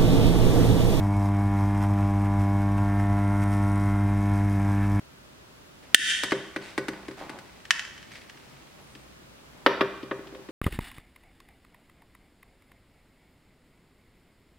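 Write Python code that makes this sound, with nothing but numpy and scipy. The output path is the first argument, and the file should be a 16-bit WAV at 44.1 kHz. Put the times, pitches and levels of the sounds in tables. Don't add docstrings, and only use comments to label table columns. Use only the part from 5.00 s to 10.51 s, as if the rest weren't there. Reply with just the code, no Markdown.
import sys
import numpy as np
from scipy import signal
from scipy.fft import rfft, irfft, next_fast_len
from scipy.io import wavfile
from scipy.ndimage import uniform_filter1d

SR = 44100
rng = np.random.default_rng(int(sys.argv[2]) if len(sys.argv) > 2 else 0)


def transcribe(u):
    v = np.clip(np.atleast_2d(u).T, -1, 1)
    q = np.round(v * 32767).astype(np.int16)
    wavfile.write(sys.argv[1], SR, q)


N = 242991
TIME = np.arange(N) / SR
HIT_SAMPLES = 8192


# frequency in Hz, level in dB.
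SNAP_TONE = [(130, -28), (290, -21.5), (480, -41.5), (1150, -39), (1330, -19.5), (1520, -5.5), (1780, 2.5),
             (2100, -9.5), (2450, -10), (3100, -1), (3640, -5), (3950, -17), (4600, -15.5), (6200, -16),
             (7600, -19), (9200, -15.5), (10500, -27.5), (15000, -38)]
# start in seconds, level in dB.
HANDLE_CLICKS = [(1.3090, -33.5), (2.6534, -43), (2.7068, -14), (2.7939, -30), (2.85, -41), (2.978, -47.5),
                 (3.028, -47.5), (3.297, -44.5), (3.374, -54), (3.952, -50.5)]
# frequency in Hz, level in dB.
CLICK_TONE = [(200, -33), (500, -31.5), (900, -21), (1200, -10), (1450, -11.5), (1750, 1.5), (2050, -5.5),
              (2400, -10.5), (2950, -2.5), (3700, -15.5), (5500, -14.5), (8500, -26), (12000, -35),
              (15500, -52)]

def lighter():
    out = np.zeros((2, N))
    add(out, 0.9455, amp(5.5) * crack(SNAP_TONE, fade_s=0.016, scatter_db=-21, scatter_fade_s=0.067))
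    for start_s, db in HANDLE_CLICKS:
        add(out, start_s, amp(db) * crack(CLICK_TONE, fade_s=0.02, scatter_db=-39))
    return lean_left(out, db=-0.7)


# start in seconds, thud in dB, thud pitch in Hz, clack in dB, tick in dB.
NOZZLE_TAPS = [(0.9880, -34.5, 274, -55, -71), (1.2350, -34, 295, -26.5, -31),
               (1.3200, -22.5, 360, -23, -41.5), (1.5620, -31, 313, -30, -46.5),
               (1.7782, -25.5, 335, -26.5, -38.5), (1.8833, -30, 303, -31.5, -40.5),
               (1.9331, -47, 343, -42.5, -66), (2.0828, -34.5, 312, -41.5, -51),
               (2.1112, -46, 300, -46, -57), (2.2948, -43, 295, -39.5, -48.5),
               (2.3876, -57, 300, -46.5, -51.5)]
# frequency in Hz, level in dB.
NOZZLE_CLACK_TONE = [(50, -25), (150, -7), (380, -8.5), (480, -11), (600, -2), (750, -5.5), (1100, -1.5),
                     (1350, -4), (1600, -1), (1850, -3.5), (2080, -0.5), (2500, -8.5), (3600, -15.5),
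                     (5000, -23.5), (10000, -63)]
NOZZLE_TICK_TONE = [(1500, -13.5), (3500, 2.5), (5000, 1.5), (6500, -6.5), (8500, -3), (10500, -12),
                    (13000, -16), (16000, -29)]
# pitch in Hz, level in dB, seconds to fade by 60 dB.
BURNER_NOTES = [(1190, -7, 0.14), (1492, 5, 0.15), (1870, -12, .2), (1928, 9.5, 0.065), (4820, -7, 0.13),
                (5300, -26, 0.14), (6000, -12, 0.094), (8400, -30, 0.13)]

def nozzle():
    taps = knocks(NOZZLE_TAPS, NOZZLE_CLACK_TONE, NOZZLE_TICK_TONE,
                  clack_fade_s=0.036, tick_fade_s=0.019, bounce_db=-7, thud_delay_s=0.00277)
    ring = metal_ring(NOZZLE_TAPS, BURNER_NOTES, ring_db=-15)
    return lean_left(taps + ring, db=1.0)


# start in seconds, thud in dB, thud pitch in Hz, clack in dB, tick in dB.
PAN_BUMPS = [(3.951, -51, 230, -68, -52), (4.6626, -23, 390, -11, -22.5), (4.8090, -22, 386, -19, -31.5),
             (5.029, -35, 290, -50, -47.5), (5.1113, -29.5, 356, -29.5, -74), (5.189, -37, 360, -52, -72),
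             (5.2710, -52, 366, -53, -52), (5.3219, -42, 367, -57, -73), (5.349, -45.5, 470, -50, -53.5),
             (5.3900, -45, 402, -64, -72), (5.4870, -37.5, 352, -45, -57)]
# frequency in Hz, level in dB.
PAN_CLACK_TONE = [(50, -43), (150, -16), (400, -5), (540, -2), (660, -4.5), (820, -12.5), (1000, -5.5),
                  (1180, -2.5), (1400, -8), (1900, -6), (2200, -16.5), (3300, -19), (3800, -24),
                  (4300, -36), (8000, -65)]
PAN_TICK_TONE = [(1300, -6), (2400, 6), (3400, 5.5), (4200, -1), (4850, 0), (5600, -10), (7500, -25.5),
                 (11000, -24.5), (13300, -24), (15000, -47)]
# pitch in Hz, level in dB, seconds to fade by 60 dB.
PAN_NOTES = [(1017, -5, 0.2), (1230, -8, 0.26), (1366, -6, 0.94), (1540, 4, 0.19), (1915, -3, 0.22),
             (2405, 0, 0.45), (3273, -13, 0.31), (3740, -12, 0.25), (5790, -15, 0.7), (11450, -20, 0.19),
             (13400, -23, 0.16)]

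def steel_pan():
    bumps = knocks(PAN_BUMPS, PAN_CLACK_TONE, PAN_TICK_TONE,
                   clack_fade_s=0.04, tick_fade_s=0.028, bounce_db=-4.5, thud_delay_s=0.00303)
    ring = metal_ring(PAN_BUMPS, PAN_NOTES, ring_db=-24)
    return lean_left(bumps + ring, db=1.6)


def knocks(hits, clack_tone, tick_tone, clack_fade_s, tick_fade_s, bounce_db, thud_delay_s):
    out = np.zeros((2, N))
    for start_s, thud_db, pitch_hz, clack_db, tick_db in hits:
        add(out, start_s + thud_delay_s, amp(thud_db) * stove_thud(pitch_hz))
        for delay_s, gain in ((0, 1), (0.004, amp(bounce_db))):
            clack = amp(clack_db) * crack(clack_tone, clack_fade_s)
            tick = amp(tick_db) * crack(tick_tone, tick_fade_s)
            add(out, start_s + delay_s, gain * (clack + tick))
    return out


# frequency in Hz, sides compared with middle in dB.
TABLE_WIDTH = [(300, -36), (600, -11), (1200, -9), (3000, -8), (7000, -4), (13000, 7)]

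def crack(tone, fade_s, scatter_db=-26.5, scatter_fade_s=0.18):
    t = np.arange(HIT_SAMPLES) / SR
    fade = amp(-60 * t / fade_s) + amp(scatter_db - 60 * t / scatter_fade_s)
    spectrum = rfft(rng.standard_normal((2, HIT_SAMPLES)) * fade)
    even = spectrum / np.sqrt(uniform_filter1d(np.abs(spectrum) ** 2, size=70) + 1e-12)
    taper = np.minimum(1, np.linspace(2, 0, HIT_SAMPLES)) ** 2
    sound = colour(stereo(irfft(even) * taper, TABLE_WIDTH), tone)
    return level_one(sound) * np.sqrt(SR / 100 / HIT_SAMPLES)


# pitch in Hz, level in dB, seconds to fade by 60 dB.
STOVE_NOTES = [(136.4, -11.5, 0.39), (199.3, -20, 0.43), (281, -2.5, 0.051), (315.7, -2, 0.07),
               (345, 1, 0.042), (390.8, -8, .15), (520.6, -9, 0.14), (581, -11, 0.1)]

def stove_thud(pitch_hz, drop_db_per_octave=14, swell_s=0.0062):
    notes = [(hz, db - drop_db_per_octave * abs(np.log2(hz / pitch_hz)), fade_s)
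             for hz, db, fade_s in STOVE_NOTES]
    swell = 1 - np.exp(-TIME[:SR // 2] / swell_s)
    sound = ringing(notes, SR // 2) * swell
    return sound / np.sqrt(np.mean(sound[:SR // 80] ** 2))


def metal_ring(hits, notes, ring_db, spread_db=3.5):
    out = np.zeros(N)
    for start_s, _, _, clack_db, _ in hits:
        struck = [(hz, db + spread_db * rng.standard_normal(), fade_s) for hz, db, fade_s in notes]
        add(out, start_s, amp(clack_db + ring_db) * ringing(struck, SR))
    return out


def ringing(notes, samples):
    t = np.arange(samples) / SR
    return sum(amp(db - 60 * t / fade_s) * np.sin(2 * np.pi * hz * t) for hz, db, fade_s in notes)


# start in seconds, length in seconds, rasp in dB, hiss in dB.
SCRAPES = [(0.815, 0.16, -59, -59.5), (1.606, 0.1, -54, -46.5), (1.905, 0.13, -51, -71),
           (2.165, .07, -42, -50), (2.247, 0.12, -47, -68), (3.103, 0.018, -66, -47.5),
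           (3.137, 0.028, -72, -49.5), (3.762, 0.051, -58, -75), (4.517, 1.0, -58.5, -66)]
HAND_SHIFT = (1.0, 2.5, -63, -59.5)
# frequency in Hz, level in dB.
RASP_TONE = [(120, -9.5), (300, 2.5), (500, -2.5), (850, 1), (1300, -6), (2200, -16.5), (4000, -23),
             (8000, -47)]
HISS_TONE = [(1000, -5), (2100, 7.5), (3200, 0.5), (4900, -3), (6600, -10.5), (8700, -11), (11000, -22),
             (15000, -29)]

def rubbing(slips_per_s=2800, unevenness_db=3):
    power = sum(stroke(*row, release_db_per_s=197) ** 2 for row in SCRAPES)
    power += stroke(*HAND_SHIFT, release_db_per_s=16) ** 2
    out = 0
    for level, tone in zip(np.sqrt(power), (RASP_TONE, HISS_TONE)):
        slips = rng.random(N) < slips_per_s / SR
        sizes = amp(unevenness_db * np.minimum(rng.exponential(1, N), 3))
        fading_slips = signal.lfilter([1], [1, -0.97], slips * sizes + 1e-18)
        grains = fading_slips * rng.standard_normal((2, N))
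        out = out + level * level_one(colour(stereo(grains, TABLE_WIDTH), tone))
    return out


def stroke(start_s, length_s, rasp_db, hiss_db, release_db_per_s, rise_s=0.02):
    rise = np.clip((TIME - start_s) / rise_s, 0, 1)
    release = amp(-release_db_per_s * np.maximum(TIME - start_s - length_s, 0))
    return amp([[rasp_db], [hiss_db]]) * rise * release


# time in seconds, pitch in Hz, level in dB.
SQUEAK_PATH = [(3.76, 12200, -97), (3.81, 11900, -64), (3.83, 10200, -65), (3.85, 9100, -71),
               (3.93, 8600, -66), (4.03, 8550, -66), (4.071, 8500, -95)]

def squeak(flutter_hz=380):
    times, hz, db = np.transpose(SQUEAK_PATH)
    smoothing = signal.butter(2, flutter_hz, fs=SR, output="sos")
    flutter = level_one(signal.sosfilt(smoothing, rng.standard_normal((2, N))))
    phase = 2 * np.pi * np.cumsum(np.interp(TIME, times, hz)) / SR
    return amp(np.interp(TIME, times, db)) * flutter * np.sin(phase)


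def wall_echo(x, delay_s=0.0055):
    wall_tone = [(300, -12.5), (1500, -26), (4000, -0.5), (12000, 3.5)]
    out = np.zeros((2, N))
    add(out, delay_s, amp(-10) * colour(x[::-1], wall_tone))
    return out


# frequency in Hz, sides compared with middle in dB.
ECHO_WIDTH = [(150, -26.5), (500, -16), (2000, -5), (4000, -7), (8000, 0.5), (13000, 1)]
# frequency in Hz, seconds to fade by 60 dB.
ECHO_FADES = [(150, 0.45), (500, 0.66), (1800, 0.81), (3500, 0.85), (7000, 0.79), (13000, 0.56)]
# frequency in Hz, level in dB.
ECHO_TONE = [(150, -8), (400, -9.5), (1200, -8), (3000, -10), (8000, -7), (14000, -9.5)]

def room_echo(x, build_s=0.0027):
    t = TIME[:SR]
    hz = np.fft.rfftfreq(SR, 1 / SR)
    spectrum = rfft(stereo(rng.standard_normal((2, SR)), ECHO_WIDTH))
    spectrum /= np.sqrt(1 + amp(at_hz(ECHO_WIDTH, hz)) ** 2)
    tail = 0
    for centre_hz, fade_s in ECHO_FADES:
        band = at_hz([(f, f == centre_hz) for f, _ in ECHO_FADES], hz)
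        fade = amp(-60 * t / fade_s) * (1 - np.exp(-t / build_s))
        tail = tail + irfft(spectrum * band, SR) * fade / np.sqrt(np.sum(fade ** 2))
    return signal.fftconvolve(x.mean(axis=0)[None], colour(tail, ECHO_TONE), axes=1)[:, :N]


# frequency in Hz, level in dB.
BACKGROUND_TONE = [(15, -24), (25, -19.5), (54, -8), (140, -4), (164, -5.5), (192, -4.5), (344, -8.5),
                   (383, -7.5), (437, -11.5), (601, -10.5), (723, -15), (1260, -14), (2090, -19.5),
                   (2790, -19.5), (14000, -33.5)]
# frequency in Hz, sides compared with middle in dB.
BACKGROUND_WIDTH = [(60, -2.5), (110, -6), (200, -2), (370, -1), (670, 2.5), (1220, 0.5), (2230, 2.5),
                    (4070, 2.5), (7440, 2.5), (13600, -2)]
# pitch in Hz, level in dB.
HUMS = [(59, -65.5), (135, -69.5)]

def room_background(hiss_db=-51.5, hum_width_hz=3.1):
    noise = stereo(rng.standard_normal((2, N)), BACKGROUND_WIDTH)
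    out = amp(hiss_db) * level_one(colour(noise, BACKGROUND_TONE))
    for hz, db in HUMS:
        narrow_band = signal.iirpeak(hz, hz / hum_width_hz, fs=SR)
        out += amp(db) * level_one(signal.lfilter(*narrow_band, rng.standard_normal(N)))
    return out


def amp(db):
    return 10 ** (np.asarray(db) / 20)


def level_one(x):
    return x / np.sqrt(np.mean(x ** 2) + 1e-20)


def at_hz(table, hz):
    row_hz, value = np.transpose(table)
    return np.interp(np.log(np.maximum(hz, 1)), np.log(row_hz), value)


def colour(x, tone):
    n = 2 * next_fast_len(x.shape[-1] // 2 + HIT_SAMPLES // 2)
    gains = amp(at_hz(tone, np.fft.rfftfreq(n, 1 / SR)))
    cepstrum = irfft(np.log(gains))
    cepstrum[1:n // 2] *= 2
    cepstrum[n // 2 + 1:] = 0
    return irfft(rfft(x, n) * np.exp(rfft(cepstrum)))[..., :x.shape[-1]]


def stereo(pair, width):
    side = colour(pair[1], width)
    return np.array([pair[0] + side, pair[0] - side])


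def lean_left(x, db):
    return x * amp([[db / 2], [-db / 2]])


def add(out, start_s, sound):
    i = int(np.clip(round(start_s * SR), 0, N - 1))
    out[..., i:i + sound.shape[-1]] += sound[..., :N - i]


def scene():
    direct = lighter() + nozzle() + steel_pan() + rubbing() + squeak()
    return direct + wall_echo(direct) + room_echo(direct) + room_background()


def record(dry, limit_db=-4.5, release_db_per_s=142, attack_s=0.0025, cutoff_hz=15900):
    peak_db = 20 * np.log10(np.abs(dry).max(axis=0) + 1e-9)
    over_db = np.maximum(peak_db - limit_db, 0)
    recovery_db = release_db_per_s * TIME
    held_db = np.maximum.accumulate(over_db + recovery_db) - recovery_db
    smoothing = np.exp(-1 / (attack_s * SR))
    dip_db = signal.lfilter([1 - smoothing], [1, -smoothing], held_db + 1e-12)
    clipped = np.clip(dry * amp(-dip_db), -1, 1)
    treble_cut = signal.ellip(10, 0.1, 80, cutoff_hz, fs=SR, output="sos")
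    return signal.sosfilt(treble_cut, clipped)


dry = scene()
out = record(dry)
transcribe(out)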